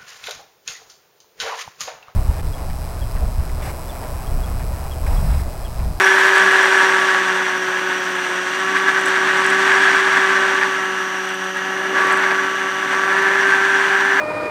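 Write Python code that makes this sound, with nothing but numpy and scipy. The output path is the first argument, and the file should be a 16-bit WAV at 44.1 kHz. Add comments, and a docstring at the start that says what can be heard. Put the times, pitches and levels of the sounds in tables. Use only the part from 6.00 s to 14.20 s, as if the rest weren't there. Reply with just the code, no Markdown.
"""A two-blade propeller of a small electric plane sings at multiples of its shaft speed, each a sum of cosines.
Around it gusty slipstream, made of shaped noise, roars through the resonances of the hollow fuselage
on which the microphone rides. Even motor noise lies beneath, a loose part ticks as decaying modes,
the electronics whistle near 6 kHz as a slipping sine, and faint high orders of the motor coils sound."""
import sys
import numpy as np
from scipy import signal
from scipy.fft import rfft, irfft
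from scipy.io import wavfile

SR = 44100
rng = np.random.default_rng(int(sys.argv[2]) if len(sys.argv) > 2 else 0)


def unload_audio(sound):
    """Save the sound as a 16-bit wav file, at the path given as the first command line argument."""
    columns = np.transpose(np.atleast_2d(sound))
    # keep every value between -1 and 1, then stretch to whole-number steps
    steps = np.round(np.clip(columns, -1, 1) * 32767)
    wavfile.write(sys.argv[1], SR, steps.astype(np.int16))


N = 361619


def from_db(db):
    """Logarithmic level: decibels to amplitude gain."""
    return 10 ** (np.asarray(db) / 20)


def rms_one(x):
    """Normalization of power: scale to rms 1."""
    return x / np.sqrt(np.mean(x ** 2) + 1e-20)


def in_time(rows):
    """Linear interpolation: each column of a curve table, one value a sample."""
    s, *columns = np.transpose(rows)
    return [np.interp(np.arange(N) / SR, s, c) for c in columns]


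def drift(rate):
    """Low-passed random process of spread 1: coarse noise through two poles with corners at rate, in Hz."""
    step = 20   # samples between coarse values
    r = np.exp(-2 * np.pi * rate * step / SR)
    noise = rng.standard_normal(N // step + 3002)
    slow = signal.lfilter([1], [1, -2 * r, r * r], noise)[3000:]   # drop the settling
    return np.interp(np.arange(N) / step, np.arange(len(slow)), rms_one(slow - slow.mean()))


def follow(control_db, rule):
    """Proportional modulation: a mean level plus a share of a control's swing about its own mean."""
    mean_db, share = rule
    return mean_db + share * (control_db - control_db.mean())


def resonance(x, hz, width):
    """Damped oscillator: a two-pole resonance with gain 1 on top."""
    r = np.exp(-np.pi * width / SR)
    pole_pair = [1, -2 * r * np.cos(2 * np.pi * hz / SR), r * r]
    return signal.lfilter([(1 - r * r) / 2, 0, (r * r - 1) / 2], pole_pair, x)


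def rung(modes):
    """Modal response to random forcing: separate noise rings each resonance."""
    return sum(from_db(db) * rms_one(resonance(rng.standard_normal(N), hz, width))
               for hz, width, db in modes)


def coloured(spectrum, patchy_db, clicks=0):
    """Spectral shaping: noise and clicks, with overlapping bands that flicker independently; rms 1."""
    hz, level = np.transpose(spectrum)
    freq = np.maximum(np.arange(N // 2 + 1) * SR / N, 1)
    shape_db = np.interp(np.log(freq), np.log(hz), level, left=-90, right=-90)
    shaped = rfft(rng.standard_normal(N) + clicks) * from_db(shape_db)
    third = 3 * np.log2(freq)   # frequency counted in thirds of an octave
    first = int(3 * np.log2(max(hz[0], 200)))
    last = int(3 * np.log2(hz[-1]))
    out = np.zeros(N)
    for k in range(first, last + 2, 2):
        share = np.clip(1 - abs(third - k) / 2, 0, 1)
        out += (from_db(patchy_db * drift(16)) - 1) * irfft(shaped * share, N)
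    return rms_one(out + irfft(shaped, N))


# Shaft rotation. Each row: time in seconds, speed in turns per second.
SHAFT_SPEED = [(0.0, 191.3), (0.4, 191.9), (0.8, 190.4), (1.1, 189.3), (1.6, 186.0), (1.9, 185.8),
               (2.3, 183.3), (2.48, 184.2), (2.62, 189.4), (2.85, 191.1), (3.25, 188.8), (3.5, 191.1),
               (3.85, 193.5), (4.12, 191.5), (4.3, 192.1), (4.65, 191.8), (5.0, 188.4), (5.45, 188.4),
               (6.0, 191.1), (6.6, 191.4), (6.8, 190.5), (7.05, 192.7), (7.5, 195.0), (7.62, 194.3),
               (7.8, 195.5), (7.92, 195.0), (8.2, 196.0)]


def shaft():
    """Phase as the integral of frequency: shaft angle in radians and speed in turns per second."""
    speed, = in_time(SHAFT_SPEED)
    return 2 * np.pi * np.cumsum(speed) / SR, speed


# Narrow panel resonances that lift a passing order. Each row: centre in Hz, width in Hz.
PANELS = [(760, 10), (780, 12), (1328, 16), (1362, 35), (1562, 25), (2850, 36), (13870, 260)]
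# Greatest lift by each panel, in dB.
PANEL_LIFTS_DB = [5.1, 7.5, 4, 10.2, 9.3, 7.1, 19]


def panel_lift(hz_now):
    """Resonant amplification: the lift in dB of a tone as it passes the panel resonances."""
    return sum(top_db / (1 + (2 * (hz_now - hz) / width) ** 2)
               for (hz, width), top_db in zip(PANELS, PANEL_LIFTS_DB))


# The three clearest tones. Each row: time in seconds, then the levels of blade pass,
# sixth order and ninth order in dB before their waver.
CLEAR_TONES = [(0.0, -23.5, -29, -22), (0.4, -24.5, -27.5, -21), (0.8, -24.5, -27, -23),
               (1.1, -26.5, -23, -31), (1.5, -30, -34, -40), (2.0, -30, -38, -43),
               (2.45, -31.5, -34.5, -42), (2.75, -28.5, -26, -28), (3.3, -26, -30, -43),
               (3.7, -25, -30.5, -33), (4.15, -26.5, -28.5, -32), (4.45, -26, -27.5, -42),
               (4.85, -31, -30.5, -37), (5.5, -33, -40, -35), (5.85, -30.5, -36, -32),
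               (6.0, -26.5, -22.5, -27), (6.3, -27, -25.5, -28), (6.75, -33, -32, -43),
               (7.0, -29.5, -25.5, -46), (7.2, -25, -28.5, -21.5), (7.6, -26.5, -33, -25.5),
               (8.2, -27, -39, -25)]
CLEAR_MULTIPLES, CLEAR_WAVER_DB = (2, 6, 9), 1.3
# The further orders, as multiples of the shaft speed.
FURTHER_MULTIPLES = (1, 3, 4, 5, 7, 8, 10, 12, 14, 15, 18, 34, 75)
# Each row, one a further order: mean level in dB before lift and waver, share of the roar's swing it follows.
FURTHER_TONES = [(-42, 0.072), (-42.5, 0.0), (-44, 0.15), (-37, 0.89), (-39.5, 0.045), (-31.5, 0.95),
                 (-40, 0.1), (-48.5, 0.77), (-57, .35), (-47, .35), (-51.5, .45), (-57, 0.31), (-78, 0.0)]
WANDER_DB, WAVER_DB = 1.5, 1.1   # slow and quick unsteadiness of each further order
# the lowest order is faint and broken until this moment, in seconds
FIRST_ORDER_START_DB, FIRST_ORDER_BROKEN_DB, FIRST_ORDER_IN_S = -5, 4, .93


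def propeller(turn, speed, roar_db):
    """Fourier series of a rotating source: orders swell with gusts, ring in panels, waver in uneven inflow."""
    levels = [(k, db + CLEAR_WAVER_DB * drift(23)) for k, db in zip(CLEAR_MULTIPLES, in_time(CLEAR_TONES))]
    for k, rule in zip(FURTHER_MULTIPLES, FURTHER_TONES):
        db = follow(roar_db, rule) + panel_lift(k * speed)
        db = db + WANDER_DB * drift(2.8) + WAVER_DB * drift(20)
        if k == 1:
            early = .5 - .5 * np.tanh((np.arange(N) / SR - FIRST_ORDER_IN_S) / 0.043)
            db += (FIRST_ORDER_START_DB + FIRST_ORDER_BROKEN_DB * drift(11)) * early
        levels.append((k, db))
    out = np.zeros(N)
    for k, db in levels:
        phase_wander = 0.26 * np.sqrt(k) * drift(0.8)   # radians
        out += np.sqrt(2) * from_db(db) * np.cos(k * turn + phase_wander)
    return out


# Slipstream on the shell. Each row: time in seconds, then the levels of roar, treble
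# and low buffeting in dB before their quick changes.
GUSTS = [(0.0, -13.5, -27, -33.5), (0.75, -14, -27, -31), (1.15, -17, -29.5, -35.5),
         (1.55, -21.5, -34.5, -38), (2.45, -23, -34, -39.5), (2.75, -21, -33.5, -43),
         (3.0, -19.5, -32, -36), (3.1, -17.5, -31, -38), (3.85, -14, -28, -39.5), (4.2, -15.5, -30, -37),
         (4.5, -17.5, -31.5, -37), (4.58, -19, -32.5, -41), (4.93, -24.5, -38, -42.5),
         (5.5, -25, -39.5, -48), (5.92, -23.5, -40.5, -34), (5.98, -17, -33.5, -28.5),
         (6.3, -17, -35.5, -35.5), (6.45, -22, -36.5, -39.5), (6.75, -23.5, -38, -39),
         (7.03, -21, -36, -37), (7.13, -17, -34.5, -35.5), (7.8, -16.5, -32, -41), (8.2, -17, -35.5, -54)]
# Short surges and lulls of the roar. Each row: centre in seconds, change in dB, half length in seconds.
SURGES = [(1.056, -1, 0.016), (1.145, 1.5, 0.03), (1.286, 1.5, 0.012), (1.40, 2.5, 0.016),
          (2.77, 5.5, 0.02), (2.89, 7.5, 0.013), (2.985, 3.5, 0.017), (4.64, 4, 0.02), (5.37, -5, .03),
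          (5.528, -9, 0.018), (6.01, 1.5, 0.011), (6.373, -3, 0.009), (6.442, 2.5, 0.017), (6.933, 5, .025)]
SURGES_PER_S, SURGE_DEPTH_DB = 27, 0.5   # random ones: corner rate in Hz, spread


def gusts():
    """Turbulent intermittency: levels of roar, treble and buffet, and the roar's short surges, all in dB."""
    t = np.arange(N) / SR
    surge_db = sum(db * np.exp(-((t - s) / half) ** 2) for s, db, half in SURGES)
    return *in_time(GUSTS), surge_db + SURGE_DEPTH_DB * drift(SURGES_PER_S)


SLAP_SPREAD_DB = 9   # spread of slap strength, cut off at twice this


def blade_slaps(turn):
    """Periodic impulses: a click a turn as the fuller blade cuts the wake, strong ones in short runs; rms 1."""
    passes = np.flatnonzero(np.diff(np.floor(turn / (2 * np.pi))))
    strength = from_db(SLAP_SPREAD_DB * np.clip(drift(46)[passes], -2, 2))
    clicks = np.zeros(N)
    clicks[passes] = strength.mean() - strength   # departures from the mean
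    return rms_one(clicks)


# Spectra of roar, low buffet, high hiss and top air. Each row: frequency in Hz, relative density in dB per Hz.
ROAR = [(420, -30.5), (720, -13), (760, -9), (936, -5.5), (1130, -3.5), (1280, -5), (1510, -0.5),
        (1690, 2.5), (2100, -6), (3600, -27.5), (4680, -27.5), (7920, -120)]
BUFFET = [(130, -15), (200, -15.5), (330, -3), (450, -4.5), (620, 1), (800, -10.5), (1050, -24)]
HISS = [(2300, 3), (3000, 1.5), (3400, 4.5), (4000, -4.5), (5000, -7), (6300, -8), (8500, -10),
        (10000, -21.5), (11000, -55)]
TOP_AIR = [(9000, 8), (10200, 4), (12000, -1), (14000, -1), (15300, -23)]
# Shell resonances rung by the slipstream. Each row: centre in Hz, width in Hz, level in dB against the roar.
SHELL = [(1535, 20, -13.5), (1663, 25, -6), (1620, 205, -15.5), (3300, 190, -32.5)]
# Fluttering high resonances. Each row: centre in Hz, width in Hz, level in dB against their shared level.
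BRIGHT_RING = [(5605, 60, -3.5), (5720, 65, -2.5), (5770, 81, -6)]
# Low shell resonances. Each row: centre in Hz, width in Hz, level in dB against the rumble.
BELLY = [(102, 140, -8), (148, 29, 3), (282, 28, 13)]
# Low rumble that rings them. Each row: time in seconds, level in dB.
RUMBLE = [(0, -57.5), (1.5, -54.5), (2.4, -56.5), (2.6, -52), (3.9, -49), (4.4, -50.5), (5.45, -58.5),
          (6.0, -50.5), (6.6, -54), (7.3, -51), (8.2, -51)]
# mean dB before the opening extra, share of the treble's swing
RING_FOLLOWS_TREBLE, TOP_FOLLOWS_TREBLE = (-47, 0.75), (-61.5, .5)
TOP_START_DB, RING_START_DB, TOP_FADE_S = 17, 4.5, 1.26   # opening extras and their time constant
SLAP_SHARE = 0.29   # rms of the slaps against the noise, before shaping


def slipstream(turn, roar_db, hiss_db, buffet_db, surge_db):
    """Turbulent forcing: eddies beat on the shell in shared lumps, and each blade wake chops them."""
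    opening = np.exp(-np.arange(N) / SR / TOP_FADE_S)
    ring_db = follow(hiss_db, RING_FOLLOWS_TREBLE) + RING_START_DB * opening
    top_db = follow(hiss_db, TOP_FOLLOWS_TREBLE) + TOP_START_DB * opening
    rumble_db, = in_time(RUMBLE)
    slaps = SLAP_SHARE * blade_slaps(turn)
    chop = 1 + 0.019 * np.cos(turn) + 0.17 * np.cos(2 * turn)
    lumps = rms_one(from_db(0.5 * drift(20) + 0.7 * drift(340)) * chop)
    roar_sound = rms_one(coloured(ROAR, patchy_db=0.15, clicks=slaps) + rung(SHELL))
    roar = from_db(roar_db + surge_db) * roar_sound
    flutter = from_db(0.5 * surge_db)   # quick surges reach the treble too
    hiss = from_db(hiss_db) * coloured(HISS, patchy_db=0.57, clicks=slaps / 2)
    top = from_db(top_db) * coloured(TOP_AIR, patchy_db=0.0)
    ring = from_db(ring_db + 3.0 * drift(15)) * rung(BRIGHT_RING)
    buffet = from_db(buffet_db) * coloured(BUFFET, patchy_db=1.0)
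    rumble = from_db(rumble_db) * rung(BELLY)
    return lumps * (roar + flutter * (hiss + top) + buffet + ring) + rumble


# Even motor and air noise. Each row: frequency in Hz, relative density in dB per Hz.
STEADY = [(60, -51), (120, -43), (200, -21), (450, -29), (800, -4.5), (1200, 4), (1690, -1), (2300, -27),
          (2900, 4.5), (4400, -15), (7000, -22), (9500, -19), (11000, -87), (15300, -54)]
STEADY_DB = -36.5
# Shell resonances rung by the motor's even shaking. Each row: centre in Hz, width in Hz, level in dB.
MOUNT = [(2790, 140, -38.5), (5710, 64, -50), (6440, 160, -50), (4640, 200, -58), (12100, 550, -59),
         (13700, 600, -73)]


def motor_noise():
    """Stationary random vibration: even noise that stays when the gusts ease."""
    return from_db(STEADY_DB) * coloured(STEADY, patchy_db=0.0) + rung(MOUNT)


# Touches of the loose part. Each row: time in seconds, relative strength in dB.
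TICKS = [(0.0623, -22), (0.3586, -23), (0.381, -19), (0.5197, -21), (0.6315, -21), (0.7786, -21),
         (2.7858, -25), (3.0114, -22), (3.058, -17), (3.0634, -21), (3.0714, -27), (3.0774, -27),
         (3.0844, -19), (3.0904, -29), (3.1094, -30), (3.4048, -28), (3.4441, -23), (3.464, -18),
         (3.5019, -18), (3.5945, -25), (5.253, -32), (5.2904, -26), (5.3434, -29), (5.444, -30),
         (5.5717, -28), (6.0702, -25), (6.1135, -29), (6.123, -22), (6.1274, -23), (6.1494, -36),
         (6.1604, -30), (6.1734, -22), (6.9232, -42)]
# Its modes. Each row: frequency in Hz, relative level in dB, decay by 60 dB in seconds.
TICK_MODES = [(7350, -19, 0.0046), (7940, 2.5, 0.014), (8350, -1, .005), (9000, -10, .004),
              (9380, 0.5, 0.01), (10100, -16, .004), (12300, -16, .004), (13700, -11, .003),
              (14500, -8, .004)]


def ticks():
    """Impulse response of damped modes: each touch strikes every mode at its own strength, with a soft onset."""
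    at = [round(s * SR) for s, db in TICKS]
    strength_db = np.array(TICKS)[:, 1] - 6.5
    luck_db = rng.normal(0, 0.98, (len(at), len(TICK_MODES)))
    out = np.zeros(N)
    for k, (hz, mode_db, t60) in enumerate(TICK_MODES):
        clicks = np.full(N, 1e-18)
        clicks[at] = from_db(strength_db + mode_db + luck_db[:, k])
        r, w = from_db(-60 / (t60 * SR)), 2 * np.pi * hz / SR
        ring = signal.lfilter([0, np.sin(w)], [1, -2 * r * np.cos(w), r * r], clicks)
        out += resonance(ring, hz, 1500)   # a broad resonance softens the onset
    return out


WHISTLE_HZ, FRAME_HZ = 5998.1, 45.47   # tone before its lost cycles; one cycle is lost a frame
WHISTLE_DB, SLIP_S = -43.5, 0.0011
SLOW_SHARE = 0.28   # part of the lost cycle that drains away between slips


def whistle():
    """Phase modulation: a tone that drops one whole cycle a frame, most of it in one quick slip."""
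    t = np.arange(N) / SR
    frame, place = np.divmod(t * FRAME_HZ, 1)
    slip = .5 + .5 * np.tanh((place - .5) / (FRAME_HZ * SLIP_S))
    lost = frame + SLOW_SHARE * place + (1 - SLOW_SHARE) * slip
    return np.sqrt(2) * from_db(WHISTLE_DB) * np.sin(2 * np.pi * (WHISTLE_HZ * t - lost))


# Resonances that pick out high orders of the motor's switched coils.
# Each row: centre in Hz, width in Hz, level in dB of a line on top, before its drift.
COIL_PEAKS = [(8500, 250, -61), (9200, 500, -66), (12300, 500, -71), (13100, 400, -73), (13850, 300, -69)]


def coils(turn, speed):
    """Resonant selection of harmonics: faint high orders stand out as they pass through a shell resonance."""
    out = np.zeros(N)
    shiver = 0.011 * drift(25)   # radians; small quick speed errors blur the highest lines
    for k in range(42, 75):
        gain = sum(from_db(db) / (1 + (2 * (k * speed - hz) / width) ** 2) for hz, width, db in COIL_PEAKS)
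        line = np.sin(k * (turn + shiver) + rng.uniform(0, 2 * np.pi))
        out += gain * from_db(2.5 * drift(1.5)) * line
    return np.sqrt(2) * out


def scene():
    """Superposition: everything reaches one microphone through the shell."""
    turn, speed = shaft()
    roar_db, hiss_db, buffet_db, surge_db = gusts()
    out = propeller(turn, speed, roar_db + surge_db)
    out = out + slipstream(turn, roar_db, hiss_db, buffet_db, surge_db)
    out = out + motor_noise() + ticks() + whistle() + coils(turn, speed)
    return out[None]


MIC_LOW_HZ, CUTOFF_HZ = 119, 15270
OVERLOAD = .96   # height at which the input clips


def record(dry):
    """Band limiting and overload: the microphone loses deep bass, clips the highest peaks and cuts the top."""
    bass_cut = signal.butter(2, MIC_LOW_HZ, "high", fs=SR, output="sos")
    top_cut = signal.ellip(12, .3, 70, CUTOFF_HZ, fs=SR, output="sos")
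    thin = signal.sosfilt(bass_cut, dry)
    return signal.sosfilt(top_cut, np.clip(thin, -OVERLOAD, OVERLOAD))


dry = scene()
out = record(dry)
unload_audio(out)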